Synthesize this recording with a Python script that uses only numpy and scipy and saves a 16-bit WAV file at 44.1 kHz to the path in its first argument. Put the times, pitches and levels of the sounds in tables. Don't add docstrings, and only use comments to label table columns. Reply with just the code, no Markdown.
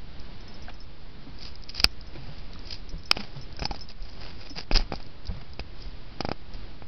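import sys
import numpy as np
from scipy import signal
from scipy.fft import rfft, irfft, next_fast_len
from scipy.io import wavfile
from scipy.ndimage import uniform_filter1d, map_coordinates

SR = 44100
rng = np.random.default_rng(int(sys.argv[2]) if len(sys.argv) > 2 else 0)


def waveform_to_disk(signal):
    frames = np.transpose(np.atleast_2d(signal))
    scaled = np.clip(frames, -1, 1) * 32767
    samples = np.round(scaled).astype(np.int16)
    wavfile.write(sys.argv[1], SR, samples)


N = 302967


def amp(db):
    return 10 ** (np.asarray(db) / 20)


def unit(x):
    return x / np.sqrt(np.mean(x ** 2) + 1e-20)


def crest(x):
    return x / np.max(np.abs(x))


def add(track, start_s, sound):
    part = track[round(start_s * SR):][:len(sound)]
    part += sound[:len(part)]


def filtered(x, response):
    size = next_fast_len(N + 8192)
    return irfft(rfft(x, size) * response(np.fft.rfftfreq(size, 1 / SR)), size)[:N]


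def coloured(x, spectrum):
    f, db = np.transpose(spectrum)
    return unit(filtered(x, lambda hz: amp(np.interp(np.log(hz + 1), np.log(f + 1), db))))


def wobble(rate):
    knots = rng.standard_normal(int(N * rate / SR) + 4)
    return map_coordinates(knots, [np.arange(N) * rate / SR])


def ring(modes, detune, spread_db):
    t = np.arange(SR // 8) / SR
    total = np.zeros(len(t))
    for hz, db, t60 in modes:
        fade = amp(db + spread_db * rng.normal() - 60 * t / t60)
        total += fade * np.cos(2 * np.pi * hz * (1 + detune * rng.normal()) * t)
    return total


def slip(modes, swell):
    sound = ring(modes, detune=0.012, spread_db=3)
    t = np.arange(len(sound)) / SR
    return crest(sound * (1 - np.exp(-(t / swell) ** 2)))


# (frequency [Hz], relative level [dB])
PUSH_SPECTRUM = [(40, -10), (110, 0.5), (200, -0.5), (500, -4.5), (680, -4.5), (810, -1.5), (980, -15),
                 (1300, -9), (1900, -23.5), (2450, -16.5), (3300, -49.5), (6000, -51)]


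def knock(ripple_db):
    size = 2048
    hz = np.fft.rfftfreq(size, 1 / SR)
    f, db = np.transpose(PUSH_SPECTRUM)
    ripple = ripple_db * unit(uniform_filter1d(rng.standard_normal(len(hz)), size=7))
    level_db = np.interp(np.log(hz + 1), np.log(f), db) + ripple
    cepstrum = irfft(np.log(amp(level_db)))
    return crest(irfft(np.exp(rfft(2 * cepstrum[:size // 2], size))))


# (time [s], snap level [dB], knock level [dB], crack level [dB])
CASE_CONTACTS = [(1.7481, -28, -51, -40), (1.7992, -15.5, -38, -27), (1.8428, -2, -21.5, -10),
                 (1.8501, -23.5, -43.5, -28.5), (3.1127, -4, -24.5, -10), (3.1702, -35.5, -26.5, -28),
                 (3.594, -30, -37, -39), (3.6216, -35, -28, -31.5), (3.6288, -33.5, -30, -49),
                 (3.6538, -17, -27.5, -27.5), (3.71, -31, -28.5, -38), (3.746, -36, -34.5, -49),
                 (4.713, -33, -20, -25), (4.7453, -25, -35, -33.5), (4.7592, -13.5, -28, -32),
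                 (4.7718, -11, -31, -42), (4.7965, -35.5, -31.5, -43), (4.9216, -38, -22.5, -35.5),
                 (4.9366, -39, -26, -53), (5.0021, -50, -40, -50), (5.5947, -30.5, -29.5, -33),
                 (6.2061, -23, -21.5, -32.5), (6.2488, -31.5, -21.5, -38.5), (6.2879, -35, -23, -45),
                 (6.3159, -30, -20.5, -35), (6.822, -53, -36, -53)]
# (frequency [Hz], relative level [dB], t60 [s])
EDGE_MODES = [(3996, -9.5, .006), (4550, -7, 0.007), (4994, 0, 0.0066), (5374, -8.5, 0.0054)]
# (frequency [Hz], relative level [dB], t60 [s])
PANEL_MODES = [(1346, -5, 0.00608), (1622, -5.5, .004), (2030, -7, 0.0056), (2572, 2, 0.0058),
               (2952, -5, 0.0062)]


def case_clicks(knock_db=9, crack_db=6, snap_db=2, lag=0.00018, release=0.00099, hard_db=1):
    out = np.zeros(N)
    for s, bright_db, blunt_db, panel_db in CASE_CONTACTS:
        bluntness = amp(blunt_db) / (amp(blunt_db) + amp(bright_db))
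        shake_db = hard_db * amp(bright_db)
        push = amp(blunt_db + knock_db + shake_db) * knock(ripple_db=1.5)
        crack = amp(panel_db + crack_db + shake_db) * slip(PANEL_MODES, swell=0.00091)
        snap = amp(bright_db + snap_db) * slip(EDGE_MODES, swell=0.00092)
        add(out, s + lag, push)
        add(out, s + lag, crack)
        add(out, s + release * bluntness, snap)
    return out


# (time [s], level before the trim [dB])
CLEAR_TICKS = [(0.1989, -40.5), (1.3872, -41), (1.411, -41), (1.5552, -36.5), (1.6235, -44), (1.637, -37.5),
               (2.011, -37), (2.5335, -38), (2.591, -40.5), (3.034, -40), (3.5256, -41), (3.5667, -35.5),
               (3.7928, -38), (3.8882, -36), (4.0243, -42), (4.9555, -32.5), (5.027, -40), (5.256, -38),
               (5.2696, -32.5), (5.2757, -36), (5.5342, -39), (5.823, -36), (6.5365, -41)]
PLAY_FROM_S, PLAY_TO_S = 1.8, 5.1
TICKS_PER_S, FAINT_TICK_DB = 4.1, -44


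def claws(tick_db=2):
    out = np.zeros(N)
    play_s = PLAY_TO_S - PLAY_FROM_S
    chance = rng.random(round(TICKS_PER_S * play_s))
    faint = [(PLAY_FROM_S + u * play_s, FAINT_TICK_DB) for u in chance]
    for s, db in list(CLEAR_TICKS) + faint:
        add(out, s, amp(db + tick_db) * slip(EDGE_MODES, swell=0.00094))
    return out


# (time of the peak [s], length [s], rasp level [dB], body level [dB])
RUB_STROKES = [(0.696, .02, -73, -45.5), (1.448, 0.09, -40, -55), (1.701, 0.025, -39.5, -57),
               (1.779, .042, -32, -44), (1.844, 0.025, -35, -46.5), (2.157, .033, -61, -48),
               (2.295, 0.31, -56, -53), (2.544, 0.028, -55, -52), (2.665, 0.066, -50.5, -70),
               (2.728, 0.066, -38, -58), (3.2, 0.14, -44, -43.5), (3.382, 0.081, -53, -52.5),
               (3.63, .016, -48, -42), (3.76, 0.016, -48, -59), (3.906, .022, -40, -45),
               (4.05, .14, -54, -54), (4.256, 0.14, -49, -46.5), (4.442, .13, -48.5, -48.5),
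               (4.589, 0.047, -36, -39), (4.727, 0.017, -34, -39.5), (4.766, 0.03, -25, -29),
               (4.813, .056, -49, -46), (4.956, .046, -46.5, -75), (5.37, 0.22, -59, -52),
               (5.833, .11, -51, -78), (6.545, 0.018, -48, -48)]
RISE_SHARE = .47
SCUFF_RISE_S, SCUFF_FALL_S = 0.0046, 0.0082


def rubbing(scuff_rasp_db=-13, scuff_body_db=-15, top_rasp_db=-41, top_body_db=-45):
    strokes = []
    for s, length, bright_db, dull_db in RUB_STROKES:
        strokes.append((s, RISE_SHARE * length, (1 - RISE_SHARE) * length, bright_db, dull_db))
    scuffs = []
    for s, bright_db, blunt_db, _ in CASE_CONTACTS:
        rasp_db = min(bright_db + scuff_rasp_db, top_rasp_db)
        body_db = min(blunt_db + scuff_body_db, top_body_db)
        scuffs.append((s + SCUFF_RISE_S, SCUFF_RISE_S, SCUFF_FALL_S, rasp_db, body_db))
    return strokes + scuffs


# (frequency [Hz], relative level [dB per Hz])
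RASP_SPECTRUM = [(500, -25.5), (1800, -21), (2500, -10.5), (3050, -12.5), (3800, -13), (4400, -5.5),
                 (4950, 1.5), (5500, -12.5), (6200, -20)]
# (frequency [Hz], relative level [dB per Hz])
BODY_SPECTRUM = [(100, 0.5), (300, -4.5), (800, -2.5), (1000, -8), (1350, -6.5), (1900, -8), (2450, -6),
                 (3300, -10), (4300, -13), (6000, -26)]


def scrapes(grain_db=4, clump_db=3.0, snag_rate=200, snag_db=9):
    t = np.arange(N) / SR
    rasp, body = np.zeros(N), np.zeros(N)
    for s, rise, fall, bright_db, dull_db in rubbing():
        pressure = np.exp(-np.abs((t - s) / np.where(t < s, rise, fall)) ** 1.5)
        rasp += amp(bright_db) * pressure
        body += amp(dull_db) * pressure
    fibres = amp(grain_db * wobble(700) + clump_db * wobble(110))
    snags = amp(snag_db) * (rng.random(N) < snag_rate / SR) * rng.uniform(1, 2, N)
    slips = fibres * rng.standard_normal((2, N)) + snags
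    return rasp * coloured(slips[0], RASP_SPECTRUM) + body * coloured(slips[1], BODY_SPECTRUM)


# (time [s], level before the trim [dB])
BELL_SHAKES = [(0.4066, -45), (0.4794, -42), (0.5402, -42), (0.623, -38.5), (0.7393, -42), (0.803, -42),
               (1.871, -47), (1.9103, -46), (2.0682, -45.5), (2.8924, -33.5), (2.982, -43), (3.056, -35),
               (3.414, -34.5), (3.5952, -34), (3.6405, -29), (3.7184, -39), (3.809, -33.5), (4.0234, -42),
               (4.1124, -45), (4.4967, -34)]
# (frequency [Hz], relative level [dB], t60 [s])
BELL_MODES = [(5210, 2.5, 0.06), (5500, -2, .014), (5840, 0.66, 0.014)]
BOUNCE_S, BOUNCE_LOSS_DB = .006, 4


def collar_bell(bell_db=1, rattle=.002, count=5):
    out, t = np.zeros(N), np.arange(SR // 20) / SR
    for s, db in BELL_SHAKES:
        pellet = np.zeros(SR // 10)
        flights = BOUNCE_S * rng.gamma(3, 1 / 3, count)
        delays = np.cumsum(flights) - flights[0]
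        for k, delay in enumerate(delays):
            burst = rng.standard_normal(len(t)) * np.exp(-t / rattle)
            add(pellet, delay, amp(-BOUNCE_LOSS_DB * k) * burst)
        shell = ring(BELL_MODES, detune=0.0035, spread_db=2.5)
        add(out, s, amp(db + bell_db) * crest(signal.fftconvolve(shell, pellet)))
    return out


# (time [s], level [dB], pitch [Hz])
SOFT_FALLS = [(.683, -36, 726), (.683, -34, 1570), (1.266, -37, 274), (2.154, -35.5, 336),
              (2.171, -35, 132.4), (2.286, -35.5, 148), (2.558, -40, 1260), (2.919, -36, 70),
              (2.935, -35, 158), (3.187, -31.5, 203), (3.356, -32.5, 131), (3.592, -33.5, 1560),
              (3.654, -26, 825), (3.711, -24, 796), (4.506, -37, 280), (4.561, -36.5, 168),
              (4.785, -39, 203), (5.290, -31, 92.6), (5.305, -33, 182), (5.36, -36, 135)]
RING_CYCLES = 23.5


def thuds(overtone=1.6, overtone_db=-10, puff_db=-7, puff_hz=900):
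    out, t = np.zeros(N), np.arange(SR // 2) / SR
    for s, db, hz in SOFT_FALLS:
        fade = amp(-60 * t * hz / RING_CYCLES)
        lowpass = signal.butter(2, puff_hz, fs=SR)
        blur = unit(signal.lfilter(*lowpass, rng.standard_normal(len(t))))
        upper = amp(overtone_db) * np.sin(2 * np.pi * hz * overtone * t) + amp(puff_db) * blur
        wood = fade * np.sin(2 * np.pi * hz * t) + fade ** 3.5 * upper
        add(out, s, amp(db) * crest(wood * (1 - np.exp(-t * hz))))
    return out


# (time of the middle [s], level before the envelope [dB], pitch [Hz])
HAND_JOLTS = [(1.803, -31, 58), (1.853, -20.5, 49), (2.943, -28, 22), (3.624, -26.5, 50),
              (3.711, -29, 45.3), (4.022, -26.5, 28), (4.752, -11, 22.6), (4.762, -31, 90),
              (4.806, -19.5, 27.7), (5.298, -23, 53.6), (5.605, -29, 47.4), (5.87, -28, 36.2),
              (6.551, -27, 28.6)]


def jolts(cycles=0.618):
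    t = np.arange(N) / SR
    out = np.zeros(N)
    for s, db, hz in HAND_JOLTS:
        envelope = np.exp(-((t - s) * hz / cycles) ** 2)
        out -= amp(db) * np.sin(2 * np.pi * hz * (t - s)) * envelope
    return out


# (frequency [Hz], relative level [dB per Hz])
HAND_SPECTRUM = [(25, -7), (65, 0.5), (130, -8.5), (300, -25.5), (1000, -60.5)]
HAND_FROM_S, HAND_RISE_S, HAND_DB = 1.1, .5, -52.5


def hand():
    moving = np.clip((np.arange(N) / SR - HAND_FROM_S) / HAND_RISE_S, 0, 1)
    return amp(HAND_DB) * moving * coloured(rng.standard_normal(N), HAND_SPECTRUM)


# (frequency [Hz], relative level [dB])
ROOM_SPECTRUM = [(18, -3), (30, -8), (55, -13), (100, -18.5), (200, -24), (320, -27), (500, -32),
                 (900, -35.5), (1800, -39.3), (3600, -40), (4900, -39), (6000, -56)]
ROOM_DB = -40.5


def room(drift_db=1.6):
    level = amp(ROOM_DB + drift_db * wobble(5))
    return level * coloured(rng.standard_normal(N), ROOM_SPECTRUM)


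def scene():
    contact = case_clicks() + claws() + scrapes()
    struck = collar_bell() + thuds() + jolts()
    return (contact + struck + hand() + room())[None]


MIC_HZ, TOP_HZ = 5834, 16200


def record(dry, ceiling=0.89, offset=0.02, hardness=8):
    narrow = filtered(dry[0], lambda hz: 1 / np.sqrt(1 + (hz / MIC_HZ) ** 70))
    driven = narrow + offset
    clipped = driven / (1 + np.abs(driven / ceiling) ** hardness) ** (1 / hardness)
    limited = filtered(clipped - offset, lambda hz: 1 / np.sqrt(1 + (hz / TOP_HZ) ** 120))
    return offset + limited[None]


dry = scene()
out = record(dry)
waveform_to_disk(out)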